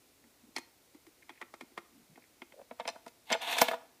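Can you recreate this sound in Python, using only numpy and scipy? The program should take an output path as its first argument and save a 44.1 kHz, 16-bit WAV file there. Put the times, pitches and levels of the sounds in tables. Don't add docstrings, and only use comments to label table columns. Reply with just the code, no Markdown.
import sys
import numpy as np
from scipy import signal
from scipy.fft import rfft, irfft
from scipy.io import wavfile

SR = 44100
rng = np.random.default_rng(int(sys.argv[2]) if len(sys.argv) > 2 else 0)


def to_wav(sig):
    pcm = np.clip(np.atleast_2d(sig), -1, 1) * 32767
    pcm = np.round(pcm).astype(np.int16)
    wavfile.write(sys.argv[1], SR, pcm.T)


N = 176400
RING_S = .25
PLASTIC_DETUNE, METAL_DETUNE = .015, .0005


# (frequency [Hz], level [dB], t60 [s])
DOOR_MODES = [(247, -8.5, 0.062), (485, -6, 0.068), (668, 1, 0.058), (711, -3.5, 0.068), (840, -2, 0.032),
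              (917, -2, 0.034), (987, -5.5, 0.042), (1155, -12.5, 0.042), (1436, -7, 0.045),
              (1738, -2.5, 0.047), (2175, 1.5, 0.043), (2595, -4.5, 0.052), (3160, -5.5, 0.037),
              (3590, -9, 0.054)]
# (time [s], mid level [dB], bass, presence, treble [dB re mid])
DOOR_KNOCKS = [(2.1755, -55, -2, -30, -22), (2.593, -61, -8, -23, -22), (2.6145, -59.5, -7, -7, -17),
               (2.7108, -43, -7, -10, -45), (2.7977, -36, -41, -10, -26), (2.805, -44.5, -11.5, -4, -32),
               (2.8527, -43.5, -10.5, -3, -24), (2.8765, -35, -24, -2, -13),
               (2.8875, -39.5, -35, -1.5, -22), (2.898, -57, 1, -15, -4), (2.9575, -48.5, -11.5, -26, -20),
               (3.0635, -45.5, -7, -11, -16), (3.079, -59, -11, 3.5, 2.5), (3.302, -40, -8, 3, -11.5),
               (3.312, -30.5, -10, -7, -33), (3.32, -30.5, -11.5, -4.5, -7.5), (3.327, -33, -26, 5.5, -20),
               (3.339, -38, -27, -1, -13), (3.348, -31.5, -38, -20.5, -27), (3.417, -47.5, -26, 0, -1),
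               (3.476, -41, -44, -3.5, -10.5), (3.526, -41.5, -35, 7.5, -1), (3.567, -37, -29, -9.5, -11),
               (3.584, -33, -37, 4.5, -0.5), (3.615, -17, -13.5, -4.5, -6.5),
               (3.626, -35.5, -31.5, 0.5, -29), (3.6832, -29.5, -13.5, -0.5, -14.5),
               (3.7128, -31.5, -20, -8, -20), (3.731, -35, -15.5, -13, -35),
               (3.7385, -35.5, -21.5, -14, -25)]
def door_knocks():
    return impacts(DOOR_KNOCKS, DOOR_MODES, crack_t60=.034, attack_s=.00046, lead_db=-11.5)


# (frequency [Hz], level [dB], t60 [s])
CASE_MODES = [(266, -6, 0.056), (349, -1.5, .08), (706, -6, 0.03), (867, 3, 0.021), (1058, -2, 0.021),
              (1370, -10.5, 0.064), (1887, 4, 0.035), (2095, 7.5, 0.035), (2222, 8.5, 0.02),
              (2470, -3, 0.076), (3220, 7, 0.014)]
# (time [s], mid level [dB], bass, presence, treble [dB re mid])
DIAL_CLICKS = [(.238,-66.5,-14,-2,-16), (.5632,-40.5,-5,4,-2.5), (.573,-56.5,-7,15.5,-11),
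               (.5812,-44.5,-4.5,2,-1.5), (.946,-66,9.5,0,-2.5), (1.066,-66,-19,4,0.5),
               (1.2928,-49.5,-13,1,-12.5), (1.3015,-55,-1,0.5,-23), (1.4136,-42.5,-16,-2,-13),
               (1.4255,-53.5,-2,1,-34), (1.5385,-47.5,-10,-4.5,-12.5), (1.6085,-48,-9,2,-9),
               (1.718,-71,6,-5,-8), (1.7758,-39.5,-9,-3,-15.5), (1.784,-57.5,3,2,-6),
               (2.157,-66.5,3.5,7,-17), (2.4185,-49.5,-1,3.5,-15), (2.5215,-63,-4,5,-15)]
def dial_clicks():
    return impacts(DIAL_CLICKS, CASE_MODES, crack_t60=.04, attack_s=.00072, lead_db=-16.5)


# (frequency [Hz], gain [dB])
CRACK_EQ = [(100, -15), (260, 8), (400, -2), (900, 3.5), (1400, 2), (1600, 3), (2150, 10.5), (2600, 7.5),
            (2850, 2.5), (3250, 5.5), (4500, -4), (7000, -10), (10000, -12), (12000, -18), (15000, -26)]
def plastic_hit(modes, crack_db, crack_t60):
    body = ring(modes, scatter_db=2, detune=PLASTIC_DETUNE)
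    t = np.arange(len(body)) / SR
    crack = unit(equalise(rng.standard_normal(len(t)), CRACK_EQ))
    return body + undb(crack_db) * fade(t, crack_t60) * crack


def impacts(rows, modes, crack_t60, attack_s, lead_db):
    edges_hz = [175, 450, 1400, 4500, 15500]
    lead_s, lead_rise_s = .03, .0058
    lead_n, transient_n = int(lead_s * SR), int(.01 * SR)
    swell = np.exp(np.arange(-lead_n, 0) / SR / lead_rise_s)
    out = np.zeros(N)
    for at_s, db, bass_db, presence_db, treble_db in rows:
        hit = plastic_hit(modes, crack_db=5, crack_t60=crack_t60)
        hit *= 1 - np.exp(-np.arange(len(hit)) / SR / attack_s)
        rub = unit(equalise(rng.standard_normal(len(hit)), CRACK_EQ))[:lead_n] * swell
        lead_in = undb(lead_db) * np.std(hit[:transient_n]) * rub
        hit = np.concatenate([lead_in, hit])
        for lo, hi, trim_db in zip(edges_hz, edges_hz[1:], (bass_db, 0, presence_db, treble_db)):
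            part = band(hit, lo, hi)
            transient_rms = np.std(part[lead_n:lead_n + transient_n])
            add(out, at_s - lead_s, part * undb(db + trim_db) / transient_rms)
    return out


# (time [s], level [dB], treble [dB re level])
SWING_ENVELOPE = [(3.256, -72, 1), (3.318, -36, -20), (3.345, -38, -19), (3.375, -66.5, -19),
                  (3.407, -49, -22), (3.419, -38.5, -12.5), (3.46, -40.5, -10.5), (3.485, -34.5, -13),
                  (3.531, -36, -5.5), (3.556, -36.5, -12.5), (3.595, -34.5, -4.5), (3.65, -42, -7.5),
                  (3.68, -48, -5.5), (3.745, -50.5, -8), (3.78, -83, -21)]
# (frequency [Hz], gain [dB])
SCRAPE_EQ = [(100, -33.5), (280, -6), (400, -12.5), (720, 2.5), (1200, -0.5), (2200, -3), (2850, 3.5),
             (3900, 5), (5000, -3), (10200, 3), (11700, -0.5), (13200, 15), (15000, 4.5)]
def hinge_scrape(contact_points=4):
    t = np.arange(N) / SR
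    scrape = np.zeros(N)
    for _ in range(contact_points):
        jerks = stick_slip(per_s=650)
        panel = plastic_hit(DOOR_MODES, crack_db=9.5, crack_t60=.021)
        scrape += signal.fftconvolve(jerks, panel)[:N]
    scrape = equalise(scrape, SCRAPE_EQ)
    body, sizzle = unit(band(scrape, 120, 4500)), unit(band(scrape, 4920, 15500))
    at_s, db, treble_db = np.array(SWING_ENVELOPE).T
    envelope = undb(np.interp(t, at_s, db)) * (t > at_s[0]) * (t < at_s[-1])
    return envelope * (body + undb(np.interp(t, at_s, treble_db)) * sizzle)


# (frequency [Hz], level [dB], t60 [s])
METAL_MODES = [(10266, -17, .1), (12620, -15, .09), (12740, -17, .09), (13300, -16, .05), (13615, 0, .075),
               (14850, -4, .025)]
# (time [s], level [dB])
METAL_JOLTS = [(3.51, -48), (3.598, -42), (3.6165, -23), (3.688, -49), (3.713, -49)]
def metal_ring():
    return pings(METAL_JOLTS, METAL_MODES, METAL_DETUNE)


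# (frequency [Hz], level [dB], t60 [s])
CATCH_MODES = [(4170, -3, .04), (4550, -4, .02), (4900, -1, .025), (5300, 0, .025), (5750, -1, .02),
               (6250, -4, .02), (7400, -4, .03), (9300, -12, .03)]
# (time [s], level [dB])
CATCH_SNAPS = [(.5636, -38.5), (2.799, -57.5), (2.877, -35), (2.888, -41), (2.899, -47), (3.327, -32)]
def catch_snaps():
    return pings(CATCH_SNAPS, CATCH_MODES, PLASTIC_DETUNE)


def stop_thud(at_s=3.615, thud_hz=172, shove_s=.003):
    out, t = np.zeros(N), np.arange(int(RING_S * SR)) / SR
    thud = undb(-40.5) * fade(t, t60=.045) * np.sin(2 * np.pi * thud_hz * t)
    shove = t / shove_s * np.exp(1 - t / shove_s)
    add(out, at_s, thud + undb(-53) * band(shove, 25, 400, order=1))
    return out


# (time [s], length [s], level [dB], pitch [Hz])
LATCH_SLIDES = [(1.222, 0.015, -60, 2030), (1.27, 0.14, -71.5, 2150), (1.372, 0.011, -63, 2060),
                (1.4245, 0.007, -44, 2010), (2.21, 0.055, -69.5, 2070), (2.533, .018, -59, 603),
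                (2.552, 0.055, -60.5, 545), (2.588, .016, -54, 586), (2.609, .016, -53, 610),
                (2.92, .06, -61.5, 620), (3.06, 0.033, -69.5, 4660)]
def latch_slides():
    return strokes(LATCH_SLIDES, slips_per_s=450, spread=.16, skirt_db=-30)


# (time [s], length [s], level [dB], pitch [Hz])
FINGER_RUBS = [(.235, .06, -67.5, 240), (.432, 0.031, -62, 249), (.466, 0.035, -64, 250),
               (.945, 0.034, -59, 278), (1.06, 0.038, -60, 350), (1.612, .03, -55, 263),
               (1.91, 0.14, -66, 250), (2.09, .06, -64, 165)]
def finger_rubs():
    return strokes(FINGER_RUBS, slips_per_s=960, spread=.15, skirt_db=-32)


# (frequency [Hz], gain [dB])
REVERB_EQ = [(80, -9), (250, -3.5), (600, -3.5), (1500, -3), (4000, -1.5), (8000, -5.5), (15000, -8)]
def room_reverb(x, send_db=-15.5, crossover_hz=1660, attack_s=.0031):
    t = np.arange(SR) / SR
    noise = rng.standard_normal(SR)
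    low = band(noise, 60, crossover_hz) * fade(t, t60=.49)
    high = band(noise, crossover_hz, 15400) * fade(t, t60=.39)
    tail = unit((low + high) * (1 - np.exp(-t / attack_s))) / np.sqrt(SR)
    return undb(send_db) * signal.fftconvolve(x, equalise(tail, REVERB_EQ))[:N]


# (frequency [Hz], relative density [dB])
ROOM_TONE_EQ = [(15, -26), (25, -14.5), (75, -2), (202, -6.5), (271, 1), (691, -6.5), (833, -8),
                (1240, -11), (1420, -10), (1760, -12), (2070, -8.5), (2300, -9.5), (3260, -13), (3730, -11),
                (15000, -15)]
def room_tone(level_db=-65.5):
    spectrum = rfft(rng.standard_normal(N)) * eq_curve(ROOM_TONE_EQ, N)
    return undb(level_db) * unit(irfft(spectrum, N))


def ring(modes, scatter_db, detune):
    t = np.arange(int(RING_S * SR)) / SR
    out = np.zeros(len(t))
    for hz, db, t60 in modes:
        louder, sharper, polarity = rng.standard_normal(3)
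        partial = np.sin(2 * np.pi * hz * (1 + detune * sharper) * t)
        out += np.sign(polarity) * undb(db + scatter_db * louder) * fade(t, t60) * partial
    return out


def pings(rows, modes, detune):
    out = np.zeros(N)
    for at_s, db in rows:
        add(out, at_s, undb(db) * ring(modes, scatter_db=4.5, detune=detune))
    return out


def stick_slip(per_s, scatter_db=3.5):
    jerks = (rng.random(N) < per_s / SR) * rng.choice([-1, 1], N)
    return unit(jerks * undb(scatter_db * np.clip(rng.standard_normal(N), -2, 2)))


def strokes(rows, slips_per_s, spread, skirt_db):
    out = np.zeros(N)
    for at_s, length_s, db, hz in rows:
        jerks = stick_slip(slips_per_s)
        resonance = unit(band(jerks, hz / (1 + spread), hz * (1 + spread), order=2))
        skirt = undb(skirt_db) * unit(band(jerks, 200, 3500, order=2))
        n = int(length_s * SR)
        stroke = (resonance + skirt)[-n:] * signal.windows.tukey(n, .5)
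        add(out, at_s, undb(db) * unit(stroke))
    return out


def undb(db):
    return 10 ** (np.asarray(db) / 20)


def unit(x):
    return x / np.sqrt(np.mean(x ** 2) + 1e-20)


def fade(t, t60):
    return np.exp(-np.log(1000) * t / t60)


def add(out, at_s, x):
    i = max(int(at_s * SR), 0)
    out[i:i + len(x)] += x[:max(len(out) - i, 0)]


def band(x, lo_hz, hi_hz, order=3):
    return signal.sosfilt(signal.butter(order, [lo_hz, hi_hz], "band", fs=SR, output="sos"), x)


def eq_curve(points, size):
    hz, db = np.array(points, float).T
    bin_hz = np.arange(size // 2 + 1) * SR / size
    return undb(np.interp(np.log(bin_hz + 1), np.log(hz), db))


def equalise(x, points, size=2048):
    cepstrum = irfft(np.log(eq_curve(points, size)))[:size // 2]
    cepstrum[1:] *= 2
    impulse = irfft(np.exp(rfft(cepstrum, size)))
    return signal.fftconvolve(x, impulse)[:len(x)]


def scene():
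    safe = dial_clicks() + door_knocks() + finger_rubs() + latch_slides()
    safe += metal_ring() + catch_snaps() + hinge_scrape() + stop_thud()
    return (safe + room_reverb(safe) + room_tone())[None]


def record(dry):
    ceiling, cutoff_hz = .55, 15400
    low_pass = signal.ellip(10, .2, 70, cutoff_hz, fs=SR, output="sos")
    return signal.sosfilt(low_pass, ceiling * np.tanh(dry / ceiling))


dry = scene()
out = record(dry)
to_wav(out)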